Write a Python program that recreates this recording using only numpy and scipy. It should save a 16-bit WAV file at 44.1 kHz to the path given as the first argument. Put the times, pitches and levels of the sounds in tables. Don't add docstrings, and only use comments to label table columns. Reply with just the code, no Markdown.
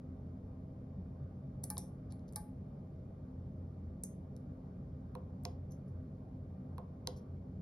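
import sys
import numpy as np
from scipy import signal
from scipy.fft import rfft, irfft
from scipy.io import wavfile

SR = 44100
rng = np.random.default_rng(int(sys.argv[2]) if len(sys.argv) > 2 else 0)


def to_wav(sig):
    pcm = np.clip(np.atleast_2d(sig), -1, 1) * 32767
    pcm = np.round(pcm).astype(np.int16)
    wavfile.write(sys.argv[1], SR, pcm.T)


N = 335601
FREQS = np.fft.rfftfreq(N, 1 / SR)
T = np.arange(SR // 2) / SR

# pitch_hz, level_db, t60_s
TABLE_MODES = [(290, -8, .12), (403, -4, .12), (504, -1, .13), (572, -5, .04), (638, -10, .07),
               (706, -5, .11), (766, -7.5, .05)]
# pitch_hz, level_db, t60_s
BOARD_MODES = [(735, -6.5, .028), (853, -5, .06), (968, -4, .065), (1005, -1.5, .033), (1045, -1.5, .04),
               (1085, -6, .03), (1390, -24, .06), (1534, -22.5, .039), (2020, -28, .05), (2150, -29, .06),
               (2480, -28, .04), (2610, -28, .04), (3310, -24, .05)]
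# freq_hz, level_db
PRESS_SNAP_COLOUR = [(700, -13), (1300, -27), (2000, -28), (2950, -42), (3800, -28), (4400, -18),
                     (5100, -14), (5900, -7), (6900, -4), (7500, 2), (8700, 3.5), (9300, 1), (9900, 2),
                     (11000, -.5), (11600, -6), (12600, -6), (14000, -13), (15700, -15)]
# freq_hz, level_db
PLASTIC_COLOUR = [(700, 11), (1200, -3.5), (1900, -5), (2400, -10), (2950, -24.5), (3600, -3), (4400, 3),
                  (5300, 4.5), (6300, 0), (7200, 2), (10000, -20), (15000, -36.5)]


def undb(db):
    return 10 ** (np.asarray(db) / 20)


def curve(points, f):
    hz, value = np.transpose(points)
    return np.interp(np.log(f + 1), np.log(hz), value)


def add(out, start_s, x):
    i = int(start_s * SR)
    out[i:i + len(x)] += x[:N - i]


def shape(x, points):
    n = x.shape[-1]
    gain = undb(curve(points, np.fft.rfftfreq(n, 1 / SR)))
    return irfft(rfft(x) * gain, n)


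def decay(t60_s):
    return np.exp(-np.log(1000) * T / t60_s)


def walk(rate, size):
    k = np.arange(size // 2 + 1)
    y = irfft(rfft(rng.standard_normal(size)) * np.exp(-(k / rate) ** 2), size)
    return y / np.std(y)


def resonant_noise(size, hz, width_hz, order):
    f = np.fft.rfftfreq(size, 1 / SR)
    gain = 1 / (1 + ((f - hz) / width_hz) ** 2) ** order
    y = irfft(rfft(rng.standard_normal(size)) * gain, size)
    return y / np.std(y)


def diffuse(size):
    # freq_hz, ratio_db
    side_ratio = [(50, -37.5), (130, -30), (260, -16), (500, -6.5), (1000, 2), (2000, -4.5), (4000, -1),
                  (12000, -41.5)]
    mid, side = rfft(rng.standard_normal((2, size)))
    w = undb(curve(side_ratio, np.fft.rfftfreq(size, 1 / SR)))
    signs = np.array([[1], [-1]])
    return irfft((mid + signs * w * side) / np.sqrt(1 + w ** 2), size)


def room(x, colour, echo_s, echo_db):
    low_t60_s, treble_t60_s = 0.48, 0.24
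    noise = shape(diffuse(len(T)), colour)
    low = shape(noise, [(1000, 0), (2000, -6), (6000, -30)])
    tail = low * decay(low_t60_s) + (noise - low) * decay(treble_t60_s)
    onset = 1 - np.exp(-T / 0.0015)
    tail *= onset / np.sqrt(SR * treble_t60_s / (2 * np.log(1000)))
    tail[:, int(echo_s * SR)] += undb(echo_db)
    return signal.fftconvolve(x[None], tail, axes=1)[:, :N]


def blow(rattle_ms, rattle_db):
    age = T * 1000 / rattle_ms
    rattle = rng.standard_normal(len(T)) * age * np.exp(-2 * age)
    push = undb(rattle_db) * rattle / np.linalg.norm(rattle)
    push[np.searchsorted(age, .5)] += 1
    return push


def strike(push, colour, tilt_db=0):
    n = len(T)
    f = np.fft.rfftfreq(n, 1 / SR)
    tilt = tilt_db * np.log2(np.maximum(f, 1500))
    bass_cut = 12 * np.log2(1 + (400 / (f + 20)) ** 2)
    gain = undb(curve(colour, f) + tilt - bass_cut)
    cepstrum = irfft(np.log(gain), n)
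    cepstrum[1:n // 2] *= 2
    cepstrum[n // 2 + 1:] = 0
    y = irfft(rfft(push, n) * np.exp(rfft(cepstrum)), n)
    return y * np.sqrt(SR / 1000 / np.sum(y ** 2))


def ring(modes, scatter_db, build_s):
    hz, db, t60_s = np.transpose(modes)[:, :, None]
    size = undb(db + scatter_db * rng.standard_normal(hz.shape))
    rise = 1 - np.exp(-T / (build_s * (1000 / hz) ** 2))
    return np.sum(size * rise * np.sin(2 * np.pi * hz * T) * decay(t60_s), axis=0)


def sing(hz, width_hz, rise_s, t60_s):
    band = resonant_noise(len(T), hz, width_hz, order=2)
    return band * (1 - np.exp(-T / rise_s)) * decay(t60_s)


def hum():
    # freq_hz, level_db_per_hz
    rumble_spectrum = [(12, -105), (35, -82.5), (60, -75), (120, -73), (240, -75.5), (285, -81), (450, -88),
                       (620, -90), (740, -94.5), (950, -101), (1350, -106), (1850, -117), (2200, -116.5),
                       (2600, -122), (3500, -124), (6000, -127.5), (14000, -137)]
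    # pitch_hz, half_width_hz, level_db_rms
    hum_lines = [(58.4, 3.6, -61.5), (87.05, 7, -51.5), (130, 19, -57.5), (140.2, 8.2, -55),
                 (186.1, 6.1, -56.5), (210.5, 2, -68), (257.6, 5.2, -59), (394.4, 17, -75), (511.6, 8, -77),
                 (643.3, 4.7, -78.5)]
    ripple_db, waver_db, trim_db = 2.5, 1.67, -0.54
    ripple = undb(ripple_db * walk(390, len(FREQS)) * np.minimum(FREQS / 600, 1))
    rumble = shape(diffuse(N), rumble_spectrum)
    out = irfft(rfft(rumble) * ripple, N) * np.sqrt(SR / 2) * undb(trim_db)
    for low_hz in (700, 1100):
        in_band = (FREQS > low_hz) & (FREQS < 1.55 * low_hz)
        band = irfft(rfft(out) * in_band, N)
        out = out + band * (undb(waver_db * walk(62, N)) - 1)
    for hz, half_width_hz, db in hum_lines:
        out = out + undb(db) * resonant_noise(N, hz, half_width_hz, order=1)
    return out


def scuffs():
    # start_s, level_db, length_s, tilt_db_per_octave, cap_ring_hz, cap_ring_db
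    scuff_events = [(2.099, -60.5, 0.037, -7, 4700, -76), (2.277, -61.5, 0.022, -2, 4960, -74),
                    (4.364, -59, 0.0031, 0.5, 4420, -90), (5.705, -57, 0.034, 6, 6050, -59),
                    (5.873, -73, 0.035, 2, 10300, -79), (7.159, -57.5, 0.036, -0.5, 5630, -63)]
    # freq_hz, level_db
    scuff_colour = [(1000, -27.5), (2800, -18.5), (4000, -4.5), (6000, 0.5), (8500, -9.5), (11000, -3.5),
                    (15000, -25.5)]
    layers = clicks, body = np.zeros((2, N))
    for s, db, length_s, tilt_db, cap_hz, cap_db in scuff_events:
        grains = rng.standard_normal(len(T)) * undb(3.6 * rng.exponential(size=len(T)))
        age = 3 * T / length_s
        rub = grains * age ** 2 * np.exp(-2 * age)
        add(clicks, s, undb(db) * strike(rub, scuff_colour, tilt_db))
        add(body, s, undb(cap_db) * sing(cap_hz, width_hz=780, rise_s=length_s / 2, t60_s=0.12))
    return layers


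def touches():
    # start_s, snap_db, plastic_knock_db
    tick_events = [(1.636, -43, -52.5), (2.1225, -52, -54.5), (2.194, -76, -70), (2.325, -54.5, -65.5),
                   (2.3338, -60, -61.5), (4.0348, -48.5, -68.5), (5.436, -58, -87)]
    # freq_hz, level_db
    thud_colour = [(450, 16), (1000, 2), (1300, -16), (1900, -2), (2200, -10), (2400, 1), (2950, -13.5),
                   (3800, 2), (5000, 2.5), (7000, 0), (10000, -16), (15000, -29)]
    tick_ms = 1
    thud_s, thud_db, thud_ring_db = 1.7698, -45, -51
    layers = clicks, body = np.zeros((2, N))
    for s, snap_db, knock_db in tick_events:
        push = blow(tick_ms, rattle_db=6.5)
        add(clicks, s, undb(snap_db) * strike(push, PRESS_SNAP_COLOUR))
        add(clicks, s, undb(knock_db) * strike(push, PLASTIC_COLOUR))
    add(clicks, thud_s, undb(thud_db) * strike(blow(tick_ms, rattle_db=3.5), thud_colour))
    thud_ring = ring(TABLE_MODES + BOARD_MODES, scatter_db=1.5, build_s=.0008)
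    add(body, thud_s, undb(thud_ring_db) * thud_ring)
    return layers


def key_strokes():
    # start_s, snap_db, landing_knock_db, table_thump_db, spring_ring_hz, spring_ring_db
    presses = [(1.6388, -33, -53, -54, 10200, -61), (1.7795, -31, -44, -51, 5800, -59),
               (4.036, -32, -62, -68, 6300, -59)]
    # start_s, snap_db, landing_knock_db, case_ring_db, table_thump_db
    releases = [(1.7016, -30, -47, -53, -56), (2.359, -31, -41.5, -53.5, -54.5)]
    # freq_hz, level_db
    release_colour = [(700, -12), (1300, -24), (2000, -22), (2950, -36), (4400, -13), (5400, -7),
                      (6200, -8), (7000, -11), (8100, -10), (8800, 1), (9500, 4.5), (10100, 0), (11100, -1),
                      (11800, -11), (12600, -2), (13600, -10), (15500, -14)]
    # pitch_hz, level_db, t60_s
    case_modes = [(822, -6, .06), (841, 5, .27), (1036, -8, .12), (1150, -4, .08), (1197, -5, .1),
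                  (1500, -13, .08), (1586, -10, .14), (1755, -9, .11), (2293, -18, .13), (4270, -16, .1),
                  (4650, -16, .14), (4890, -15, .14), (5324, -7, .07), (5825, -17, .14), (6300, -18, .1),
                  (8840, -12, .2), (9460, -10, .25), (9830, -12, .25), (10410, -15, .22), (10860, -15, .19),
                  (11250, -16, .18), (12540, -10, .18), (12920, -16, .14)]
    snap_ms, land_ms = 1.5, 3.8
    land_delay_s, chatter_db = 0.0014, -9.5
    layers = clicks, body = np.zeros((2, N))
    strokes = []
    for s, snap_db, knock_db, table_db, spring_hz, spring_db in presses:
        strokes.append((s, snap_db, knock_db, table_db, PRESS_SNAP_COLOUR))
        spring = sing(spring_hz, width_hz=660, rise_s=0.0018, t60_s=0.247)
        add(body, s + land_delay_s, undb(spring_db) * spring)
    for s, snap_db, knock_db, case_db, table_db in releases:
        strokes.append((s, snap_db, knock_db, table_db, release_colour))
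        case = ring(case_modes, scatter_db=1., build_s=.002)
        add(body, s + land_delay_s, undb(case_db) * case)
    for s, snap_db, knock_db, table_db, colour in strokes:
        land_s = s + land_delay_s
        snap = strike(blow(snap_ms, rattle_db=3), colour)
        chatter = strike(blow(land_ms, rattle_db=3.5), colour)
        knock = strike(blow(land_ms, rattle_db=5), PLASTIC_COLOUR)
        thump = ring(TABLE_MODES, scatter_db=2, build_s=.0008)
        add(clicks, s, undb(snap_db) * snap)
        add(clicks, land_s, undb(snap_db + chatter_db) * chatter)
        add(clicks, land_s, undb(knock_db) * knock)
        add(body, land_s, undb(table_db) * thump)
    return layers


def keys():
    # freq_hz, level_db
    key_room = [(400, 1), (1100, -2), (2000, -3.5), (3000, -1.5), (4400, -11.5), (6200, -13), (9500, -8.5),
                (12800, -9), (14000, -14), (15500, -16.5)]
    clicks, body = scuffs() + touches() + key_strokes()
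    return clicks + body + room(clicks + undb(-10) * body, key_room, echo_s=0.0092, echo_db=-18)


def relay():
    # pull_in_s, drop_out_s, drop_out_snap_db
    cycles = [(5.1505, 5.4506, -35), (6.7798, 7.0713, -29.3)]
    # freq_hz, level_db
    open_colour = [(700, -6), (1050, -8), (1250, -15), (1520, -11), (1720, -19), (2030, -7), (2280, -11),
                   (2550, -4), (2850, -8), (3300, -4), (3600, -6), (4110, 2), (4450, -2), (4850, 0),
                   (5600, -1), (6000, -11), (6280, -4), (6750, -10), (7400, -7), (8500, -14), (9200, -14),
                   (10000, -10), (11800, -15), (13500, -23), (15500, -40)]
    # freq_hz, level_db
    close_colour = [(700, -3), (1050, -6), (1300, -18), (1500, -16), (1750, -22), (2050, -17), (2450, -14),
                    (2850, -21), (3400, -21), (4110, -14), (4950, -31), (5450, -24), (6800, -33),
                    (8800, -28), (10000, -21), (10700, -27), (11500, -21), (13000, -29), (15500, -45)]
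    # freq_hz, difference_db
    pan_points = [(200, 3.5), (700, -13.5), (1300, 4), (2400, -5), (4400, -2.5), (8000, 1)]
    # freq_hz, lead_rad
    lead_points = [(1900, 0), (2850, -2.7), (3500, -4.3), (4600, -5.2), (5500, -6.28)]
    # freq_hz, level_db
    relay_room = [(400, -1), (700, -7), (1050, -6.5), (1600, -8), (2100, -12), (2600, -12.5), (3100, -10.5),
                  (4110, -16.5), (4800, -15), (5600, -16), (10000, -17), (15000, -20)]
    pull_db, pull_ring_db, drop_ring_db = -48, -46.5, -44
    spread_s = .0011
    dry_relay = np.zeros(N)
    for pull_s, drop_s, drop_db in cycles:
        pull = (pull_s, pull_db, pull_ring_db, close_colour)
        drop = (drop_s, drop_db, drop_ring_db, open_colour)
        for s, db, ring_db, colour in (pull, drop):
            click = strike(blow(rattle_ms=1.9, rattle_db=-7), colour)
            board = ring(TABLE_MODES + BOARD_MODES, scatter_db=2., build_s=0.001)
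            add(dry_relay, s, undb(db) * click)
            add(dry_relay, s, undb(ring_db) * board)
    bending = np.exp(-4j * np.pi * spread_s * np.sqrt(4000 * FREQS))
    pan, lead = curve(pan_points, FREQS), curve(lead_points, FREQS)
    channels = undb(np.array([pan, -pan]) / 2) * np.exp(1j * np.array([lead, 0 * lead]))
    direct = irfft(rfft(dry_relay) * bending * channels, N)
    return direct + room(dry_relay, relay_room, echo_s=0.013, echo_db=-28.5)


def scene():
    return hum() + keys() + relay()


def record(dry):
    # freq_hz, left_lead_rad
    port_phase = [(20, 0), (4400, 0), (5700, 1.2), (7600, 3.14), (11000, 6.28), (16000, 10.3)]
    top_hz = 15800
    lead = np.interp(FREQS, *np.transpose(port_phase))
    ports = irfft(rfft(dry) * np.exp(.5j * np.array([lead, -lead])), N)
    return signal.sosfilt(signal.ellip(8, .2, 70, top_hz, fs=SR, output="sos"), ports)


dry = scene()
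out = record(dry)
to_wav(out)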